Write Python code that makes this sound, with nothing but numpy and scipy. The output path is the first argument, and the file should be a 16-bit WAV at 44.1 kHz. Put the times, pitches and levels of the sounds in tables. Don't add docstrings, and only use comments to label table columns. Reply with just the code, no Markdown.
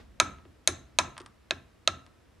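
import sys
import numpy as np
from scipy import signal
from scipy.io import wavfile
from scipy.ndimage import map_coordinates

SR = 44100
rng = np.random.default_rng(int(sys.argv[2]) if len(sys.argv) > 2 else 0)


def unload_audio(sound):
    columns = np.transpose(np.atleast_2d(sound))
    steps = np.round(np.clip(columns, -1, 1) * 32767)
    wavfile.write(sys.argv[1], SR, steps.astype(np.int16))


N = 105840
TIME = np.arange(N) / SR

# frequency_hz, density_db
BED_SPECTRUM = [(15, -43), (25, -24.5), (64, -2), (108, -12.5), (134, -21), (263, -10.5), (354, -24.5),
                (384, -22), (451, -18), (887, -27), (1370, -26.5), (13600, -47), (16000, -58)]
RUSTLE_SPECTRUM = [(60, -2), (300, 4.5), (1300, -8), (4000, -13.5), (6500, -22.5), (12000, -36.5)]
SHUDDER_SPECTRUM = [(30, -29), (47, -16), (68, -1), (100, 0.5), (150, -9), (220, -6.5), (330, -4.5),
                    (480, -19), (1000, -40)]
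# time_s, level_db
RUMBLE_RIDE = [(0.0, -52.5), (0.33, -51.5), (0.49, -54.5), (0.66, -58.5), (1.08, -51.5), (1.3, -59),
               (1.72, -60.5), (2.02, -57.5), (2.4, -59)]
# frequency_hz, likeness (0-1)
STEREO_LIKENESS = [(80, 0.97), (300, 0), (1200, 0.6), (5000, 0.6), (12000, 0)]
# frequency_hz, level_db, t60_s
CLUTTER_REVERB = [(80, -23.5, .06), (400, -4.5, .07), (1200, 1, 0.096), (3000, -3.5, 0.014),
                  (7000, -11.5, .035), (15000, -9, .03)]
GARAGE_REVERB = [(80, -18, 1), (324, -9.5, 0.35), (600, -12.5, 0.49), (1239, -3.5, 0.38), (2400, -15, .34),
                 (4100, -16.5, 0.38), (4870, -16, 0.12), (6340, -17.5, .34), (10000, -14.5, 0.097),
                 (15000, -23.5, .2)]
# centre_hz, width_hz, depth (0-1)
PATH_NOTCHES = [(930, 330, 0), (5230, 290, 0.1), (8240, 280, 0.8)]

# pitch_hz, width_hz, level_db
BOOM_MODES = [(75.6, 8.7, 0), (87.3, 15, 18), (134, 8, 11), (195, 12, 10.5)]
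CLUNK_MODES = [(275, 17, 2), (342, 100, 3), (400, 110, -2.5)]
TAP_MODES = [(646, 120, 4.5), (1050, 410, 8.5), (1814, 1200, 2.5), (2750, 500, 5), (3650, 900, 2.5),
             (5370, 900, 0.5), (8890, 960, -1)]
WRENCH_MODES = [(2143, 62, -4), (2916, 350, -10.5), (8300, 350, -12.5), (9630, 600, -10)]
BITE_MODES = [(3083, 700, -11), (3872, 510, 3), (4328, 520, -2.5)]
BRIGHT_MODES = [(5800, 190, -13.5), (6290, 240, -0.5), (6756, 280, -7.5), (7287, 260, -8), (9784, 600, -8)]
KNOCK_MODES = [(557, 100, -4.5), (670, 60, 2)]
BAR_RINGS = [
    [(990, 69, -3)],
    [(1243.4, 69, -6), (1310, 63, -1)],
    [(1650, 130, -2.5)],
]
AFTER_RING_MODES = [(1307, 4, -7), (1344.3, 8, -11), (1400, 4.8, -18.5)]
SPRAY_BANDS = [(1920, 1600, -9), (3000, 580, -10.5), (5200, 810, -8.5), (7900, 2000, -12)]
# delay_s, feedback (0-1)
ROUND_TRIPS = [(.00033, 0.67), (.00015, 0.17)]

# start_s, boom_db, clunk_db
BENCH_NUDGES = [(0.441, -14.5, -8), (1.192, -13, 0.5)]
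# start_s, level_db, contact_cutoff_hz
SOCKET_TOUCHES = [(0.385, -28.5, 3580), (0.4522, -30, 3526), (1.1668, -17.5, 3550), (1.1789, -13.5, 15000),
                  (1.2012, -21, 8050), (1.2055, -22.5, 7000), (1.2094, -33, 13200), (1.2159, -27.5, 10000),
                  (1.2611, -20.5, 10000), (1.2636, -31.5, 11000), (2.064, -29, 8800)]
# start_s, snap_db, contact_cutoff_hz, knock_db, socket_hz, socket_db, bite_db,
# bright_db, low_ring_db, middle_ring_db, high_ring_db, notch_hz, pan_db, room_db, boom_db, clunk_db
BOLT_CRACKS = [(0.1999, 18, 9000, 0.5, 2337, 20.5, 1, 5, 21, 27.5, 18, 3120, -1, 0, 6.5, 8),
               (0.6747, 17, 15000, -2, 2190, 5, 1, 7, -2.5, 12.5, 9.5, 2877, 1.5, 0.5, 4, 10.5),
               (0.987, 19, 8860, 0.5, 2394, 18, -1, 3, 24.5, 21.5, 14, 1960, 0.5, .5, 5, 6),
               (1.508, 14.5, 4600, -0.5, 2510, 14.5, 0.5, -0.5, -24, 9, 15, 2305, -3.5, -4, -2.5, 4),
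               (1.8753, 19, 5940, 0, 2714, 16.5, 2, 2.5, 2, 24, 4.5, 2240, -4, -3.5, 1, -0.5)]


def from_db(db):
    return 10 ** (np.asarray(db) / 20)


def at_hz(table, hz, column=1):
    table = np.array(table)
    return np.interp(np.log(hz), np.log(table[:, 0]), table[:, column])


def cut(x, hz, kind="low", order=2):
    sections = signal.butter(order, np.clip(hz, 10, .45 * SR), kind, fs=SR, output="sos")
    return signal.sosfilt(sections, x + 1e-18)


def click(start_s, level_db):
    return from_db(level_db) * (np.arange(N) == int(start_s * SR))


def resonate(x, hz, width_hz):
    radius = np.exp(-np.pi * width_hz / SR)
    poles = [1, -2 * radius * np.cos(2 * np.pi * hz / SR), radius ** 2]
    return signal.lfilter(np.array([1, 0, -1]) * (1 - radius ** 2) / 2, poles, x + 1e-18)


def notch(x, hz, width_hz, depth):
    return x - depth * resonate(x, hz, width_hz)


def body(x, modes):
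    return sum((-1) ** k * from_db(db) * resonate(x, hz, width) for k, (hz, width, db) in enumerate(modes))


def swell(x, modes):
    return sum(from_db(db) * resonate(resonate(x, hz, width), hz, width) for hz, width, db in modes)


def noise_bands(size):
    edges = 22 * 2 ** np.arange(0, 10, .5)
    white = rng.standard_normal((2, 2, size + SR // 4))
    for k, (low, high) in enumerate(zip(edges, edges[1:])):
        mid, side = cut(white[k % 2], [low, high], "band")[:, -size:]
        hz = np.sqrt(low * high)
        alike = np.clip(at_hz(STEREO_LIKENESS, hz), 0, 1)
        yield hz, np.sqrt((1 + alike) / 2) * mid + np.sqrt((1 - alike) / 2) * side * [[1], [-1]]


def coloured(spectrum):
    noise = sum(from_db(at_hz(spectrum, hz)) * band for hz, band in noise_bands(N))
    return noise / noise.std()


def pan(x, pan_db, treble_pan_db=2.03):
    lows, sides = cut(x, 4000, order=1), np.array([[.5], [-.5]])
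    return lows * from_db(pan_db * sides) + (x - lows) * from_db(treble_pan_db * sides)


def background():
    bed, split_hz, rumble_trim_db = coloured(BED_SPECTRUM), 200, -1.5
    ride_db = np.interp(TIME, *np.transpose(RUMBLE_RIDE))
    rumble = from_db(ride_db + rumble_trim_db) * cut(bed, split_hz, order=1)
    hiss = from_db(-60) * cut(cut(bed, split_hz, "high", order=1), 14200, order=4)
    rustle = from_db(-51.5) * np.exp(-TIME / 0.033) * coloured(RUSTLE_SPECTRUM)
    return rumble + hiss + rustle


def reflections(send, reverb, delay_s, width):
    age, response = TIME[:SR] - delay_s, 0
    for hz, band in noise_bands(SR):
        t60_s = at_hz(reverb, hz, column=2)
        fade = (age > 0) * from_db(-60 * np.maximum(age, 0) / t60_s)
        response = response + from_db(at_hz(reverb, hz)) * band * fade / np.linalg.norm(fade)
    response = width * response + (1 - width) * response.mean(axis=0)
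    return signal.fftconvolve(send[None], response, axes=1)[:, :N]


def direct_path(x, left_lag_s=6e-6):
    for hz, width_hz, depth in PATH_NOTCHES:
        x = notch(x, hz, width_hz, depth)
    left = map_coordinates(x[0], [np.arange(N) - left_lag_s * SR], order=3)
    return np.array([left, x[1]])


def bench_boom(rise_s=0.025, decay_s=0.056):
    boom_hits = clunk_hits = shake = 0
    for start_s, *_, boom_db, clunk_db in BOLT_CRACKS + BENCH_NUDGES:
        boom_hits += click(start_s + .015, boom_db)
        clunk_hits += click(start_s + .014, clunk_db)
        age = np.maximum(TIME - start_s, 0)
        shake += from_db(boom_db - 42) * (1 - np.exp(-age / rise_s)) * np.exp(-age / decay_s)
    shudder = shake * coloured(SHUDDER_SPECTRUM)[0]
    return swell(boom_hits, BOOM_MODES) + swell(clunk_hits, CLUNK_MODES) + shudder


def smear(x):
    for delay_s, feedback in ROUND_TRIPS:
        taps = np.zeros(int(delay_s * SR) + 1)
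        taps[0], taps[-1] = 1, feedback
        x = signal.lfilter(taps[::-1], taps, x)
    return x


def struck_steel(hit, bite_db, bright_db):
    socket = from_db(bite_db) * body(hit, BITE_MODES)
    bolt = from_db(bright_db) * body(hit, BRIGHT_MODES)
    bare_click = from_db(-17) * cut(hit, 220, "high")
    return body(hit, WRENCH_MODES) + socket + bolt + bare_click


def socket_rattle():
    taps = 0
    for start_s, level_db, contact_hz in SOCKET_TOUCHES:
        hit = click(start_s, level_db)
        tap = struck_steel(hit, bite_db=-5, bright_db=-22) + body(hit, TAP_MODES)
        taps += cut(tap, contact_hz, order=4)
    return smear(taps)


def bolt_cracks():
    for (start_s, snap_db, contact_hz, knock_db, socket_hz, socket_db, bite_db, bright_db,
         low_db, middle_db, high_db, notch_hz, pan_db, room_db, *_) in BOLT_CRACKS:
        snap = struck_steel(click(start_s, snap_db), bite_db, bright_db)
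        knock = body(click(start_s, snap_db + knock_db), KNOCK_MODES)
        rings = resonate(click(start_s, socket_db), socket_hz, width_hz=240)
        rings += body(click(start_s, middle_db), AFTER_RING_MODES)
        for modes, ring_db in zip(BAR_RINGS, (low_db, middle_db, high_db)):
            rings += body(click(start_s, ring_db), modes)
        crack = smear(cut(snap + knock + rings, contact_hz))
        spray = cut(body(click(start_s + .004, snap_db), SPRAY_BANDS), contact_hz)
        send = from_db(room_db) * (from_db(-1) * crack + spray)
        direct = notch(crack, notch_hz, width_hz=230, depth=1)
        yield direct, pan_db, send


def scene():
    handling, handling_pan_db = socket_rattle() + bench_boom(), -0.77
    sources = [*bolt_cracks(), (handling, handling_pan_db, handling)]
    direct = direct_path(sum(pan(sound, pan_db) for sound, pan_db, _ in sources))
    room_send = sum(send for _, _, send in sources)
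    clutter = reflections(room_send, CLUTTER_REVERB, delay_s=.0013, width=.4)
    garage = reflections(room_send, GARAGE_REVERB, delay_s=.007, width=.9)
    tools, shelf_hz = direct + clutter + garage, 11000
    air = from_db(-14) * cut(tools, shelf_hz, "high", order=5)
    return cut(tools, shelf_hz, order=5) + air + background()


def record(dry, ceiling=.98, cutoff_hz=16543):
    rounded = dry / (1 + (dry / ceiling) ** 8) ** (1 / 8)
    return signal.sosfilt(signal.cheby2(16, 60, cutoff_hz, fs=SR, output="sos"), rounded)


dry = scene()
out = record(dry)
unload_audio(out)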